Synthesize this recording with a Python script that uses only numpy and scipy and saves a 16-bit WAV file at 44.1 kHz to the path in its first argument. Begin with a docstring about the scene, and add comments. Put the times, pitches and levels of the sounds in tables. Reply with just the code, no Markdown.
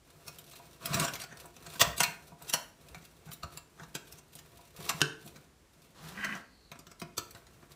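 """Screws in a toaster base.

An upturned toaster on a kitchen counter has the screws in its plastic base turned by hand.
The screwdriver tip ticks, rubs and slips in the screw heads; each contact rings the steel shell.
The toaster shifts and rocks under the pressure, is knocked once and is slid round on its feet,
which stick and slip. The small room adds a short tail."""
import sys
import numpy as np
from scipy import signal
from scipy.fft import rfft, irfft
from scipy.io import wavfile

SR = 44100
rng = np.random.default_rng(int(sys.argv[2]) if len(sys.argv) > 2 else 0)


def waveform_to_disk(signal):
    """Save audio, clipped to [-1, 1], as 16-bit WAV at the path in sys.argv[1]."""
    frames = np.transpose(np.atleast_2d(signal))
    scaled = np.clip(frames, -1, 1) * 32767
    samples = np.round(scaled).astype(np.int16)
    wavfile.write(sys.argv[1], SR, samples)


N = 341772

# Room background. 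Each row: frequency in Hz, density in dB.
AIR_SPECTRUM = [(25, -24.5), (45, -2), (59, -1), (90, -8), (160, -9.5), (300, -10.5), (700, -19),
                (1500, -22), (4000, -27), (8000, -28.5), (15000, -38)]
# Screwdriver turns and hand rubs. Each row: rough middle in seconds, length in seconds, effort in dB.
TURNS = [(0.3, 0.48, 0), (0.64, 0.52, -2), (1.135, 0.19, 6.5), (1.423, 0.2, 3.5), (1.745, 0.41, 4),
         (2.275, 0.18, -1), (2.451, 0.13, 6), (2.906, 0.26, -1), (3.27, 0.75, -6.5), (3.548, 0.062, 5),
         (3.858, 0.37, -7), (4.114, 0.17, -3), (4.494, 0.55, -5), (4.866, 0.24, 11), (5.008, 0.077, 14),
         (5.33, 0.32, -3.5), (5.847, 0.23, -9), (6.082, 0.12, 5.5), (7.377, 0.21, -3.5), (7.605, .3, -7.5),
         (7.74, 0.096, 1.5)]
# Factors on the effort in dB, for rumble, scuff and rasp.
EFFORT_FACTORS = [0.65, 0.97, 1.03]
# Hand rumble, tip scuff, tip rasp. Each row: frequency in Hz, density in dB.
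RUMBLE_SPECTRUM = [(40, -14), (65, 5), (150, -2), (250, -17.5), (450, 2), (900, -21)]
SCUFF_SPECTRUM = [(200, -13), (450, 10), (700, -1.5), (1200, -3), (2000, -2), (4000, -25)]
RASP_SPECTRUM = [(800, -10), (2000, -1.5), (4000, 2.5), (8000, -3), (12000, 0.5), (16000, -2.5)]
# Housing resonances. Each row: frequency in Hz, width in Hz, gain in dB.
HOUSING_BANDS = [(148, 50, 7), (466, 110, -2.5), (677.6, 30, 6), (1045, 35, 1.5), (1262, 220, 4.5),
                 (2054, 380, -3), (2574, 490, 3), (4040, 920, 3.5), (5700, 170, 3), (8080, 1300, 3.5)]
# Steel shell. Each row: frequency in Hz, level in dB, T60 in seconds.
SHELL_MODES = [(155, 4.5, 0.16), (246, 2.5, 0.18), (355, 6, 0.28), (431, -9, 0.9), (692, 7, 0.17),
               (815, -4.5, 0.26), (959.4, 8, 0.15), (1028, 0, 0.18), (1119, 3, 0.055), (1322, -2, 0.11),
               (1447, 0, 0.14), (1570, 0.5, .2), (2225, 1, 0.14), (2497, 4.5, 0.13), (2712, 3, 0.18),
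               (3356, 1, 0.11), (3670, 4.5, 0.15), (5940, 2.5, 0.052), (7330, 0.5, 0.059),
               (8620, 0.5, 0.14), (8500, -5.5, .1), (9800, -3, 0.09), (11350, -5, 0.17)]
# The tip catches in a screw. Each row: release in seconds, level in dB, brightness in dB per octave,
# thud in dB, grating rise in seconds (0 for a clean click).
TIP_CATCHES = [(0.2797, -41, 1.5, -57.5, 0.012), (0.386, -50, 6, -82, 0), (0.497, -59, 5.5, -65, 0),
               (0.534, -53.5, -1.5, -78, 0.012), (0.857, -34, 5, -65, 0.0045),
               (0.933, -37.5, -4, -48, 0.012), (0.9432, -28.5, 1, -35, 0.011),
               (0.9974, -29, 3, -42, 0.0067), (1.0495, -32.5, -0.7, -54.5, 0.028),
               (1.0821, -35.5, -3, -59, 0.02), (1.136, -38, 1, -49, 0), (1.155, -39, 1, -60, 0.01),
               (1.1998, -44, 2, -68, 0.0041), (1.217, -40.5, 1.2, -72, 0.019),
               (1.237, -42, -.8, -53.5, 0.0079), (1.3249, -53, -7, -52, 0.027),
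               (1.3713, -52, 2.5, -71, 0.0019), (1.457, -62.5, 10.5, -58, 0.0036),
               (1.5652, -51.5, 0, -57, 0.0075), (1.665, -45.5, -1.5, -53.5, 0.0082),
               (1.729, -52, -2, -78, 0.015), (1.7546, -52.5, -6.5, -55, 0),
               (1.814, -15.5, 0.1, -28.5, 0.014), (1.9796, -36.5, 4.5, -49, 0.012),
               (2.0037, -21, 0.5, -40.5, 0.007), (2.0333, -23.5, 1.5, -58, 0.0069),
               (2.422, -55, 7.5, -81, 0), (2.4965, -35.5, 3.5, -59, .013),
               (2.5368, -22.5, 1.9, -39.5, 0.0081), (2.9462, -47, -3, -68, 0),
               (3.026, -60, -2.5, -57, 0.02), (3.2893, -59.5, -8, -51, 0.019), (3.3164, -46.5, 1, -73, 0),
               (3.333, -49.5, 8, -57.5, 0.017), (3.4326, -41, -4, -49, 0.0065),
               (3.5733, -41.5, 2, -57.5, 0.0051), (3.7968, -54.5, -8.5, -54, 0.016),
               (3.834, -52, -4.5, -55, 0.017), (3.9511, -34.5, 0.3, -40.5, 0.0061),
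               (4.124, -49, 4, -85, 0.009), (4.1859, -52.5, 1.5, -59, 0.016), (4.3531, -54, 8.5, -54.5, 0),
               (4.389, -49, 1.5, -73, 0.012), (4.8925, -26, -0.1, -45.5, 0.0036),
               (4.9, -35.5, -1, -61, 0.019), (5.262, -59.5, 8, -50, 0.017),
               (5.3595, -52, -1.5, -57, 0.0086), (6.2457, -37.5, -1.5, -50, 0), (6.2535, -49.5, -8, -53, 0),
               (6.351, -46, -5, -50.5, .005), (6.716, -45.5, -2, -50, 0), (6.756, -59, -5.5, -55, 0),
               (6.79, -51, 1.5, -53.5, 0), (6.8681, -52, -1.5, -57, 0.0031),
               (6.915, -52.5, -1, -55.5, 0.011), (6.999, -49.5, 3.5, -80.5, 0.0065),
               (7.017, -41, -2.5, -40.5, 0.0031), (7.1793, -30, 1.2, -37.5, 0.008),
               (7.3077, -53, 5.5, -77, 0), (7.3484, -51, -4.2, -50, 0.0029), (7.4678, -57, -2, -84, 0.0054),
               (7.627, -64, -7.5, -57.5, 0.01)]
# Thud, clack, snap and tick. 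Each row: low edge in Hz, high edge in Hz.
CATCH_BANDS = [(70, 620), (620, 2000), (2000, 7500), (7500, 16000)]
# T60 in seconds for each of those bands; low waves linger.
CATCH_T60_S = [.088, 0.087, 0.06, 0.051]
# The base gives most in the bass. Each row: frequency in Hz, gain in dB.
THUD_SPECTRUM = [(90, -1), (150, 2.5), (280, 1), (480, -4), (620, -4)]
# Tip landings, then pushes that rock the toaster. Each row: start in seconds, level in dB, centre in Hz.
TIP_TAPS = [(.596, -59, 810), (1.45, -59, 810), (1.817, -40, 1060), (2.004, -36, 940), (2.034, -36.5, 2580),
            (2.32, -60.5, 750), (2.415, -63, 1160), (2.537, -44, 940), (3.436, -55, 636),
            (3.952, -59, 2590), (4.59, -61, 686), (4.893, -53.5, 727), (7.179, -55.5, 2750)]
PUSHES = [(0.906, -31.5, 154), (0.974, -34, 207), (1.812, -40, 104), (1.852, -34, 63), (1.87, -36, 162),
          (2.005, -37, 169.5), (2.08, -40, 156), (2.325, -47.5, 160), (2.9, -46, 63.7), (2.967, -45.5, 153),
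          (3.265, -47, 154), (3.436, -36, 80), (3.817, -43, 158), (4.786, -43, 170), (4.944, -39, 156),
          (7.178, -43, 127)]
# Grating on the counter. Each row: frequency in Hz, density in dB.
SHIFT_SPECTRUM = [(29, -51), (60, -13.5), (146, -9), (362, -12), (471, -10.5), (674, -6.5), (759, -40),
                  (1010, -10), (1840, -15.5), (4130, -21), (15000, -27)]
# Whole toaster on its feet. Each row: frequency in Hz, level in dB, T60 in seconds.
ROCKING_MODES = [(64.4, -2.5, .36), (75.4, 2.5, 0.076), (105, 6, 0.22), (156.8, 2, 0.12), (198.6, -1, 0.31)]
# A touch, then a hard knock. Each row: start in seconds, level in dB.
PANEL_BLOWS = [(5.0065, -50.5), (5.0157, -31)]
# Base panel, ringing and heavily damped modes. Each row: frequency in Hz, level in dB, T60 in seconds.
PANEL_MODES = [(145, 3, 0.21), (295, 1, 0.076), (390, -3, 0.16), (440, -6, 0.33), (1160, -13, 0.223),
               (1370, -6, 0.12), (1510, -22, 0.17), (1545, 7, 0.098), (1680, 3.5, 0.063), (2460, -13, .13),
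               (3020, 2.5, 0.083), (3015, -7, 0.093), (3280, -21.5, 0.082)]
CRACK_MODES = [(222, 5, 0.01), (1480, 18.5, 0.0093), (2685, 16.5, 0.017), (3100, 19, 0.013)]
# The slide. Each row: time in seconds, speed from 0 to 1.
SLIDE_SPEED = [(5.948, 0.07), (6.041, 0.55), (6.14, 0.59), (6.2, 0.89), (6.253, 0.98), (6.285, .8),
               (6.323, .92), (6.37, .76), (6.42, 0)]
# Squeal of the feet. Each row: frequency in Hz, width in Hz, level in dB.
SQUEAL_BANDS = [(1080, 36, -5), (1570, 95, 3.5), (1974, 100, 1.5), (2510, 300, -8.5), (3050, 100, -6.5)]
# Scrape of the feet. Each row: frequency in Hz, density in dB.
SCRAPE_SPECTRUM = [(200, 4), (600, -1), (1200, 3), (2200, -7), (4000, -5.5), (8000, -13), (15000, -19)]
# Kitchen decay. Each row: frequency in Hz, T60 in seconds.
REVERB_T60_S = [(100, 0.8), (1000, 0.44), (4000, 0.33), (8000, 0.38), (15000, 0.4)]
# Kitchen reverberation. Each row: frequency in Hz, level in dB.
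REVERB_DB = [(100, -12.5), (400, -7.5), (1200, -4.5), (4000, -11), (8000, -13.5), (15000, -14)]

CUTOFF_HZ = 15500
TIME_S, BINS_HZ = np.arange(N) / SR, np.fft.rfftfreq(N, 1 / SR)


def from_db(db):
    """Decibels to gain."""
    return 10 ** (np.asarray(db) / 20)


def unit_rms(x):
    """Scale to unit power."""
    return x / np.sqrt(np.mean(x ** 2) + 1e-20)


def at_hz(points, hz):
    """Interpolate on a log-frequency axis."""
    points_hz, values = np.transpose(points)
    return np.interp(np.log(np.maximum(hz, 1)), np.log(points_hz), values)


def band(x, low_hz, high_hz, order=2):
    """Butterworth band-pass."""
    sos = signal.butter(order, [low_hz, high_hz], "band", fs=SR, output="sos")
    return signal.sosfilt(sos, x + 1e-18)


def colour(x, spectrum):
    """Filter by a spectrum; unit power."""
    return unit_rms(irfft(rfft(x) * from_db(at_hz(spectrum, BINS_HZ)), N))


def resonance(x, hz, width_hz):
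    """Two-pole resonance, unit peak gain."""
    r = np.exp(-np.pi * width_hz / SR)
    poles = [1, -2 * r * np.cos(2 * np.pi * hz / SR), r * r]
    return signal.lfilter(np.array([1, 0, -1]) * (1 - r * r) / 2, poles, x + 1e-18)


def ring(clicks, hz, t60_s):
    """A unit click starts a decaying unit sine."""
    r, w = from_db(-60 / (t60_s * SR)), 2 * np.pi * hz / SR
    return signal.lfilter([0, np.sin(w)], [1, -2 * r * np.cos(w), r * r], clicks + 1e-18)


def drift(rate_hz):
    """Slow random wander, unit spread."""
    r = np.exp(-80 * np.pi * rate_hz / SR)
    slow = signal.lfilter([1], [1, -2 * r, r * r], rng.standard_normal(N // 40 + 2002))[2000:]
    return np.interp(np.arange(N) / 40, np.arange(len(slow)), unit_rms(slow))


def friction(slips_per_s, spread_db, t60_s):
    """Tiny uneven slips, each a noise burst; unit power."""
    onsets = rng.random(N) < slips_per_s / SR
    sizes = from_db(spread_db * np.minimum(rng.exponential(1, N), 4))
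    power = signal.lfilter([1], [1, -from_db(-120 / (t60_s * SR))], onsets * sizes ** 2 + 1e-18)
    return unit_rms(np.sqrt(power) * rng.standard_normal(N))


def impulses(blows):
    """One click per blow."""
    clicks = np.zeros(N)
    for start_s, db in blows:
        clicks[round(start_s * SR)] += from_db(db)
    return clicks


def swell(start_s, attack_s, hold_s, release_s):
    """Linear rise, hold and fall."""
    return np.interp(TIME_S, start_s + np.cumsum([0, attack_s, hold_s, release_s]), [0, 1, 1, 0])


def struck(hits, modes, width_octaves):
    """Each hit rings the modes near its centre most."""
    out = np.zeros(N)
    for k, (hz, mode_db, t60_s) in enumerate(modes):
        clicks = impulses([(start_s, db - 20 * np.log10(1 + (np.log2(hz / centre) / width_octaves) ** 4))
                           for start_s, db, centre in hits])
        out += (-1) ** k * from_db(mode_db) * ring(clicks, hz, t60_s)
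    return out


def room_air(level_db):
    """Steady, bass-heavy background noise."""
    return from_db(level_db) * colour(rng.standard_normal(N), AIR_SPECTRUM)


def rubbing(rumble_db, scuff_db, rasp_db):
    """Each turn swells and fades: hands rumble on the housing, the tip scuffs and rasps in the screw."""
    power = np.zeros((3, N))
    for middle_s, length_s, effort_db in TURNS:
        span = slice(*np.searchsorted(TIME_S, [middle_s - 0.58 * length_s, middle_s + 0.55 * length_s]))
        gains = from_db(effort_db * np.array(EFFORT_FACTORS))
        power[:, span] += gains[:, None] ** 2 * np.hanning(len(TIME_S[span]))
    rumble = from_db(rumble_db) * colour(housing(rng.standard_normal(N)), RUMBLE_SPECTRUM)
    scuff_slips = friction(slips_per_s=160, spread_db=2, t60_s=0.064)
    scuff = from_db(scuff_db) * colour(housing(scuff_slips), SCUFF_SPECTRUM)
    spurts = from_db(rasp_db + 2.6 * drift(rate_hz=25) + 3 * drift(rate_hz=5.6))
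    rasp_slips = friction(slips_per_s=260, spread_db=5, t60_s=0.079)
    rasp = spurts * colour(housing(rasp_slips), RASP_SPECTRUM)
    return np.sum(np.sqrt(power) * [rumble, scuff, rasp], axis=0)


def housing(x):
    """The hollow housing lifts some bands and dips others."""
    return x + sum((from_db(db) - 1) * resonance(x, hz, width_hz) for hz, width_hz, db in HOUSING_BANDS)


def shell(x, ring_db, t60_factor=0.73):
    """Vibration excites the shell modes, damped by the holding hand."""
    modes = sum(from_db(db) * resonance(x, hz, np.log(1000) / (np.pi * t60_s * t60_factor))
                for hz, db, t60_s in SHELL_MODES)
    return x + from_db(ring_db) * modes


def spot_noise(size, depth_db, spacing_hz):
    """Noise with random peaks and dips: each spot on the base has its own resonances."""
    hz = np.fft.rfftfreq(size, 1 / SR)
    place = np.log1p(hz / 2500) * 2500 / spacing_hz   # peaks spread out in the treble
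    ripple = np.interp(place, np.arange(200), rng.uniform(-1, 1, 200))
    return irfft(rfft(rng.standard_normal(size)) * from_db(depth_db * ripple), size)


def tip_catches(band_db, grate_db, full_grate_s, pivot_hz, min_rise_s=0.0003):
    """The grip grates, lets go and scatters through the base as a dense burst over a low thud."""
    lead, size = SR // 20, 8192
    t, hz = (np.arange(size) - lead) / SR, np.fft.rfftfreq(size, 1 / SR)
    octaves = np.log2(np.sqrt(np.prod(CATCH_BANDS[1:], axis=1)) / pivot_hz)
    drives = np.zeros((len(CATCH_BANDS), N + size))
    for release_s, db, db_per_octave, thud_db, grate_s in TIP_CATCHES:
        grain = spot_noise(size, depth_db=9, spacing_hz=109.74)
        start = round(release_s * SR) - lead
        gains = from_db(np.r_[thud_db, db + db_per_octave * octaves] + band_db)
        rise_s = max(grate_s, min_rise_s)
        strain = np.sqrt(rise_s / full_grate_s)   # a longer grip grates louder
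        grating = from_db(grate_db) * strain * np.exp(-np.abs(t) / rise_s) * (t > -1.35 * rise_s)
        for k, (low_hz, high_hz) in enumerate(CATCH_BANDS):
            envelope = np.where(t < 0, grating, from_db(-60 * np.abs(t) / CATCH_T60_S[k]))
            burst = envelope * grain
            band_energy = np.mean(np.abs(rfft(burst)) ** 2 * ((hz > low_hz) & (hz < high_hz)))
            drives[k, start:start + size] += gains[k] * burst * np.sqrt(sum(envelope ** 2) / band_energy)
    drives = drives[:, :N]
    drives[0] = irfft(rfft(drives[0]) * from_db(at_hz(THUD_SPECTRUM, BINS_HZ)), N)
    return housing(sum(band(drive, *edges_hz, order=3) for drive, edges_hz in zip(drives, CATCH_BANDS)))


def tip_taps():
    """The tip lands on a screw and pings the steel."""
    return struck(TIP_TAPS, SHELL_MODES, width_octaves=0.7)


def shifting(level_db):
    """The toaster grates on the counter as it gives way."""
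    envelope = swell(start_s=0.79, attack_s=0.215, hold_s=0.04, release_s=0.026)
    slips = friction(slips_per_s=400, spread_db=0.9, t60_s=0.13)
    return from_db(level_db) * envelope * colour(housing(slips), SHIFT_SPECTRUM)


def rocking():
    """Pushes set the toaster rocking on its feet."""
    return struck(PUSHES, ROCKING_MODES, width_octaves=0.24)


def knock(snap_db, snap_t60_s):
    """A hard blow: a brief snap and a crack, then the base panel rings."""
    clicks, t = impulses(PANEL_BLOWS), TIME_S[:SR // 20]
    panel = sum((-1) ** k * from_db(db) * ring(clicks, hz, t60_s)
                for k, (hz, db, t60_s) in enumerate(PANEL_MODES + CRACK_MODES))
    noise = unit_rms(band(rng.standard_normal(len(t)), low_hz=2400, high_hz=7700))
    snap = noise * from_db(snap_db - 60 * t / snap_t60_s)
    return panel + signal.fftconvolve(clicks, snap)[:N]


def sliding(thrum_db, squeal_db, scrape_db, crawl_hz, rise_hz):
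    """The feet scrape, stick and slip, quicker with speed: a low thrum, each slip exciting a squeal."""
    speed = np.interp(TIME_S, *np.transpose(SLIDE_SPEED), left=0, right=0)
    slip_hz = (crawl_hz + rise_hz * speed) * np.exp(0.12 * drift(rate_hz=59.7))
    cycles = np.cumsum(slip_hz) / SR
    thrum = unit_rms(np.sin(2 * np.pi * cycles) * from_db(2.4 * drift(rate_hz=24)))
    slips = unit_rms(np.diff(np.floor(cycles), prepend=0))
    grit = 6.2 * friction(slips_per_s=800, spread_db=4.5, t60_s=0.017)
    squeal = unit_rms(sum((-1) ** k * from_db(db) * resonance(slips + grit, hz, width_hz)
                          for k, (hz, width_hz, db) in enumerate(SQUEAL_BANDS)))
    scrape = colour(friction(slips_per_s=2600, spread_db=0.5, t60_s=0.029), SCRAPE_SPECTRUM)
    return (from_db(thrum_db) * speed ** 1.5 * thrum
            + from_db(squeal_db) * speed ** 5.5 * squeal
            + from_db(scrape_db) * speed ** 0.53 * scrape)


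def tip_glide(start_s, level_db, start_hz, sag_hz_per_s, width_hz):
    """The tip glides to the next screw: light friction, a narrow hiss sinking in pitch."""
    hz = start_hz - sag_hz_per_s * (TIME_S - start_s)
    flutter = signal.sosfilt(signal.butter(2, width_hz / 2, fs=SR, output="sos"), rng.standard_normal(N))
    hiss = unit_rms(flutter * np.sin(2 * np.pi * np.cumsum(hz) / SR))
    return from_db(level_db) * swell(start_s, attack_s=0.27, hold_s=0.1, release_s=0.13) * hiss


def kitchen(x, build_s):
    """Diffuse reflections build up quickly and linger longest in the bass."""
    t, response = TIME_S[:SR], 0
    edges_hz = np.geomspace(40, 18000, 10)
    for low_hz, high_hz in zip(edges_hz, edges_hz[1:]):
        hz = np.sqrt(low_hz * high_hz)
        envelope = (1 - np.exp(-(t / build_s) ** 2)) * from_db(-60 * t / at_hz(REVERB_T60_S, hz))
        tail = band(envelope * rng.standard_normal(SR), low_hz, high_hz) / np.linalg.norm(envelope)
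        response += from_db(at_hz(REVERB_DB, hz)) * tail
    return signal.fftconvolve(x, response)[:N]


def scene():
    """The toaster in the quiet kitchen; mono."""
    catches = tip_catches(band_db=[1, -6.5, -0.5, -4.5], grate_db=-7.5, full_grate_s=0.017, pivot_hz=3670)
    toaster = shell(catches, ring_db=-9) + tip_taps() + rocking()
    toaster += knock(snap_db=14, snap_t60_s=0.024)
    toaster += shell(rubbing(rumble_db=-62, scuff_db=-66, rasp_db=-61.5), ring_db=0)
    toaster += shell(shifting(level_db=-36), ring_db=-2)
    toaster += sliding(thrum_db=-46.5, squeal_db=-34.5, scrape_db=-49.5, crawl_hz=90, rise_hz=124.7)
    toaster += tip_glide(start_s=6.3, level_db=-68.5, start_hz=4650, sag_hz_per_s=1100, width_hz=500)
    return (toaster + room_air(level_db=-63) + kitchen(toaster, build_s=0.0029))[None]


def record(dry):
    """The microphone loses the deepest bass; the top is cut."""
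    thin = signal.sosfilt(signal.butter(2, 42, "high", fs=SR, output="sos"), dry)
    return signal.sosfilt(signal.ellip(10, 0.2, 70, CUTOFF_HZ, fs=SR, output="sos"), thin)


dry = scene()
out = record(dry)
waveform_to_disk(out)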